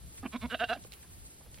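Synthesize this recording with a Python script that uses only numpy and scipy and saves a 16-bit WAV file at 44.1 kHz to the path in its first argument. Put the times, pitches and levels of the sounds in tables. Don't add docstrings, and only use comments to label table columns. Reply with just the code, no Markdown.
import sys
import numpy as np
from scipy import signal
from scipy.fft import rfft, irfft
from scipy.io import wavfile
from scipy.ndimage import uniform_filter1d

SR = 44100
rng = np.random.default_rng(int(sys.argv[2]) if len(sys.argv) > 2 else 0)


def pcm_store(signal):
    levels = np.round(np.clip(np.atleast_2d(signal), -1, 1) * 32767)
    wavfile.write(sys.argv[1], SR, levels.astype(np.int16).T)


N = 70560
CYCLE_SAMPLES = 2048

# start_s, length_s, pitch_hz, level_db, chest_db, attack_s, tuning_ratio,
# upper_tuning_ratio, sag_share, edge_hz, roughness_share, catch_db, hiss_db
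PULSES = [ (0.2261, 0.0167, 272, -43.5, 1, .002, 1.154, 1.0, .0, 2620, 0.8, 2, -62),
          (0.2478, 0.014, 237.2, -38.5, 2.5, 0.003, 1.051, 0.74, 0.0039, 3120, .55, 7.5, -62),
          (0.3234, 0.038, 216.4, -35.5, -2, 0.016, 0.99, 0.91, 0.028, 5050, 0.18, 3, -55.5),
          (0.4109, 0.04653, 219.1, -35, -0.5, 0.02, 0.96, 0.96, 0.054, 4970, 0.04, 1, -55.5),
          (0.499, 0.0481, 221.7, -32, -0.5, 0.029, 0.99, .96, 0, 4370, 0.1, 5, -54.5),
          (0.592, 0.048, 220, -31, -1, 0.014, 0.998, 0.965, 0, 5160, 0.12, 4, -57.5),
          (0.686, 0.047, 219.2, -32.5, 1, 0.0094, 0.99, 1.024, 0.028, 5700, 0.03, 3.5, -53),
          (0.742, 0.033, 255.3, -50.5, 2, 0.0031, 1.036, 1.4, 0.0084, 4700, 0.72, -0.5, -61.5), ]
def bleat():
    return sum(throat_pulse(*row) for *row, _ in PULSES) + breath()


# time_s, opening_share
JAW = [(.47, 0), (.502, 0.41), (.538, 0.71), (.553, 0.97), (.62, 0.94), (.757, 0.98), (.773, 0.05)]
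def throat_pulse(start_s, length_s, pitch_hz, level_db, chest_db, attack_s,
                 tuning, upper_tuning, sag, edge_hz, roughness, catch_db):
    chest_hz, soft_hz = 1050, 2860
    catch_s, release_s, jitter_share = .0055, .0031, .13
    out, age_s, f = np.zeros(N), 0, bins(CYCLE_SAMPLES)
    bass = 1 / (1 + (f / chest_hz) ** 6)
    treble = 1 - 1 / (1 + (f / soft_hz) ** 6)
    rolloff = 1 / np.sqrt(1 + (f / edge_hz) ** 10)
    for jitter, shimmer in rng.standard_normal((18, 2)):
        progress, at = age_s / length_s, (start_s + age_s) * SR
        rise = (1 + np.tanh((progress - .48) / .07)) / 2
        hz = pitch_hz * (1 + .1 * rise)
        catch = np.exp(-(min(age_s - length_s, 0) / catch_s) ** 2 / 2)
        rough = np.clip(roughness + .5 * catch ** 2, 0, 1)
        chest_onset_db = -36.5 * max(1 - age_s / (attack_s * 1.53), 0) ** 2
        buzz_onset_db = -9.5 * max(1 - age_s / attack_s, 0) ** 2
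        soft_db = -11.5 * treble * bump(progress, .66, .35)
        chest = bass * undb(chest_db + chest_onset_db + .5 * catch)
        buzz = (1 - bass) * undb(buzz_onset_db + catch_db * catch + soft_db)
        opening = np.interp(start_s + age_s, *np.array(JAW).T)
        sagged_tuning = tuning * (1 - sag * (min(progress, 1) - .5))
        tract = vocal_tract(opening, sagged_tuning, upper_tuning)
        cycle = ring(fold_closure(at % 1, hz, rough, shimmer), tract * rolloff * (chest + buzz))
        release = np.exp(-max(age_s - length_s, 0) / release_s)
        out[int(at):int(at) + CYCLE_SAMPLES] += undb(level_db) * release * cycle
        age_s += np.clip(1 + jitter_share * rough * jitter, .75, 1.4) / hz
    return out


def fold_closure(offset_samples, pitch_hz, rough, shimmer):
    click_hz, air_hz, puff_cycles = 3700, 3200, 1.22
    n, f = np.arange(CYCLE_SAMPLES) - 8 - offset_samples, bins(CYCLE_SAMPLES)
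    period = SR / pitch_hz
    impulse = np.sinc(n) * np.exp(-(n / 5) ** 2)
    click = undb(-rough * shimmer) * ring(impulse, 1 / np.sqrt(1 + (f / click_hz) ** 8))
    puff = rng.standard_normal(CYCLE_SAMPLES) * np.exp(-n / period / puff_cycles) * 2 / np.sqrt(period)
    hiss = undb(-9.5) * (1 - rough / 2) * ring(puff, f / np.hypot(f, air_hz))
    rasp = undb(-4) * rough * puff
    return (click + hiss + rasp) * period / np.sqrt(2)


# centre_hz, width_hz, gain_db
NOSE_FORMANTS = [(238.6, 87, 2), (658, 118, -9), (1045, 140, -10.5), (1444, 220, -19.5), (2312, 146, -14),
                 (2840, 160, -22.5), (3670, 95, -14.5), (4125, 120, -16)]
# centre_hz, width_hz, gain_db
MOUTH_FORMANTS = [(248, 270, -15.5), (472, 44, -13), (717, 80.6, 2), (1390, 250, -11), (1567, 128, -3.5),
                  (2030, 590, -26.5), (2680, 93, -11.5), (2790, 99, -4.5), (3310, 205, -14.5),
                  (3820, 117, -11), (4030, 130, -17.5), (4680, 120, -21.5)]
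def vocal_tract(opening, tuning, upper_tuning):
    jaw_hz, lip_hz, upper_hz = 710, 2830, 3100
    near = lambda hz, centre_hz: bump(np.log(hz / centre_hz), 0, .2)
    bend = lambda hz: 1 + (1 - opening) * (.13 * near(hz, lip_hz) - .56 * near(hz, jaw_hz))
    tuned = lambda hz: hz * (upper_tuning if hz > upper_hz else tuning)
    power = lambda hz, width_hz, db: (undb(db) * resonance(hz, width_hz, CYCLE_SAMPLES)) ** 2
    nose = sum(power(tuned(hz), width, db) for hz, width, db in NOSE_FORMANTS)
    mouth = sum(power(tuned(hz) * bend(hz), width, db) for hz, width, db in MOUTH_FORMANTS)
    floor = power(hz=2200, width_hz=7200, db=-27.5)
    return np.sqrt((1 - opening) ** 2 * nose + opening * mouth + floor)


# freq_hz, gain_db
HISS_SPECTRUM = [(1000, 10), (2500, 7.5), (4000, 12), (6000, -2), (10500, 3), (16000, -10)]
def breath():
    t, highpass_hz = np.arange(N) / SR, 2390
    mouth = sum(undb(db) * resonance(hz, width) for hz, width, db in MOUTH_FORMANTS)
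    opening = np.interp(t, *np.array(JAW).T, left=0, right=0)
    flow = undb(-57) * opening * noise(mouth / np.hypot(1, (highpass_hz / bins()) ** 4))
    spurts = sum(undb(hiss_db) * bump(t, start_s + .23 * length_s, .49 * length_s)
                 for start_s, length_s, *_, hiss_db in PULSES)
    return flow + spurts * noise(colour(HISS_SPECTRUM))


# freq_hz, left_minus_right_db
VOICE_BALANCE = [(100, -2.5), (700, -2.9), (1000, -3), (1600, -5), (2600, -6), (4100, -4)]
def sheep():
    t, scatter_t60_s = np.arange(N) / SR, .3
    voice = rfft(bleat())
    delay = lambda lag_s: np.exp(-2j * np.pi * bins() * lag_s)
    lean = np.sqrt(colour(VOICE_BALANCE))
    direct = np.array([lean * delay(.000012), 1 / lean])
    ground = 1 + undb(-20) * delay(.00169)
    smear = delay(.002 * np.tanh(bins() / 6040))
    tail = rng.standard_normal((2, N)) * undb(-60 * t / scatter_t60_s) * (t > .004)
    scatter = undb(-26) * rfft(unit(tail)) / np.sqrt(N)
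    return irfft(voice * (direct * ground * smear + scatter), N)


# start_s, level_db, centre_hz
SNAPS = [(0.824, -55, 3970), (0.8393, -51.5, 3900), (0.9215, -47, 3200), (0.9313, -46.5, 2900),
         (0.9369, -45.5, 3300), (1.544, -48, 3070), (1.575, -52, 1790), (1.5854, -51, 2850)]
# start_s, level_db, centre_hz, decay_s
TREADS = [(0.178, -58.5, 1830, 0.014), (0.782, -52, 111, 0.052), (0.848, -45.5, 1050, 0.002),
          (0.8498, -45.5, 407, 0.0049), (1.028, -60, 2030, 0.012), (1.045, -56.5, 895, 0.0053),
          (1.245, -60, 484, 0.012), (1.406, -61.5, 704, 0.024), (1.462, -59, 483, 0.012),
          (1.499, -64, 270, 0.025), (1.578, -64, 453, 0.028)]
def hooves():
    snaps = treads = 0
    for start_s, db, hz in SNAPS:
        crack, crunch = fade(start_s, decay_s=.0012), undb(-16.5) * fade(start_s, decay_s=.015)
        snaps += undb(db) * noise(resonance(hz, .66 * hz)) * (crack + crunch)
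    for start_s, db, hz, decay_s in TREADS:
        treads += undb(db) * noise(resonance(hz, .76 * hz)) * fade(start_s, decay_s)
    return pan(snaps, -10) + pan(treads, -8)


# peak_s, level_db, half_length_s
RUSTLES = [(0.155, -59.5, .012), (0.87, -57.5, .01), (0.934, -55, 0.024), (0.984, -60, 0.045),
           (1.144, -60.5, 0.087), (1.453, -61.5, .02), (1.575, -64, 0.035)]
# freq_hz, gain_db
RUSTLE_SPECTRUM = [(500, 7), (1500, 4), (3000, 3), (6000, -14.5), (10500, 7), (13000, 1.5), (16000, 0)]
def rustles():
    t = np.arange(N) / SR
    brush = sum(undb(db) * bump(t, peak_s, half_s) for peak_s, db, half_s in RUSTLES)
    return brush * np.array([noise(colour(RUSTLE_SPECTRUM)) for _ in range(2)])


# freq_hz, gain_db
CRACKLE_SPECTRUM = [(200, 6), (800, -4), (3000, 2), (6000, 0), (12000, 3), (16000, -6)]
def grass_crackle(rate_per_s=300, spread_db=15, level_db=-73.5):
    ticks = (rng.random((2, N)) < rate_per_s / SR) * rng.choice([-1, 1], (2, N))
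    sizes = undb(spread_db * np.minimum(rng.exponential(size=(2, N)), 3))
    crack = noise(colour(CRACKLE_SPECTRUM)) * fade(0, decay_s=.0012)
    return undb(level_db) * unit(irfft(rfft(ticks * sizes) * rfft(crack), N))


# time_s, level_db
GUSTS = [(0.0, -53.5), (0.057, -46), (0.172, -62), (0.198, -49.5), (0.378, -59.5), (0.396, -48),
         (0.462, -45.5), (0.502, -55.5), (0.836, -55), (1.056, -60.5), (1.104, -54), (1.22, -51.5),
         (1.318, -64.5), (1.448, -59.5), (1.484, -54.5), (1.6, -55)]
# freq_hz, gain_db
WIND_SPECTRUM = [(20, -8), (35, -22), (52, 2.5), (80, -1.5), (120, -6.5), (200, -15), (300, -40),
                 (600, -49.5)]
def wind():
    gust = undb(np.interp(np.arange(N) / SR, *np.array(GUSTS).T))
    mid = noise(colour(WIND_SPECTRUM))
    side = undb(-6.5) * noise(colour(WIND_SPECTRUM))
    return gust * np.array([mid + side, mid - side])


# freq_hz, gain_db
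FIELD_MID = [(60, -22), (150, -1), (300, -2.5), (600, -10), (1200, -15.5), (2500, -15), (4500, -14),
             (7500, -25), (11000, -12), (16000, -33)]
# freq_hz, gain_db
FIELD_SIDE = [(60, -41), (150, -10), (400, -7.5), (1200, -14), (3000, -14.5), (5000, -14.5), (6500, -9.5),
              (8300, 1), (9300, -6), (11000, -35.5), (14000, -12), (16000, -2.5)]
def field_hiss():
    swell = undb(.62 * wander(rate_hz=13.34))
    mid = undb(-61) * noise(colour(FIELD_MID))
    side = undb(-54.5 - 3.5 * wander(rate_hz=47)) * noise(colour(FIELD_SIDE))
    return swell * np.array([mid + side, mid - side])


def undb(db):
    return 10 ** (np.asarray(db) / 20)


def unit(x):
    return x / np.sqrt(np.mean(x ** 2))


def bins(size=N):
    return np.maximum(np.arange(size // 2 + 1) * SR / size, 1)


def colour(points):
    hz, db = np.array(points).T
    return undb(np.interp(np.log(bins()), np.log(hz), db))


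def noise(gain):
    return unit(irfft(rfft(rng.standard_normal(N)) * gain, N))


def ring(x, gain):
    cepstrum = irfft(np.log(gain + 1e-6))
    cepstrum[1:len(x) // 2] *= 2
    cepstrum[len(x) // 2 + 1:] = 0
    return irfft(rfft(x) * np.exp(rfft(cepstrum)))


def resonance(hz, width_hz, size=N):
    f = bins(size)
    return 1 / (1 + ((f * f - hz * hz) / (f * width_hz)) ** 2 / 2)


def wander(rate_hz):
    hold = int(SR / rate_hz)
    steps = np.repeat(rng.standard_normal(N // hold + 1), hold)
    return unit(uniform_filter1d(uniform_filter1d(steps, hold), hold)[:N])


def bump(x, centre, half_width):
    return np.exp(-((x - centre) / half_width) ** 2)


def fade(start_s, decay_s):
    age_s = np.arange(N) / SR - start_s
    return (age_s >= 0) * np.exp(-np.abs(age_s) / decay_s)


def pan(x, left_minus_right_db):
    return x * undb(np.array([[left_minus_right_db], [-left_minus_right_db]]) / 2)


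def scene():
    return sheep() + hooves() + rustles() + grass_crackle() + wind() + field_hiss()


def record(dry, cutoff_hz=15800):
    return signal.sosfilt(signal.ellip(8, .2, 70, cutoff_hz, fs=SR, output="sos"), dry)


dry = scene()
out = record(dry)
pcm_store(out)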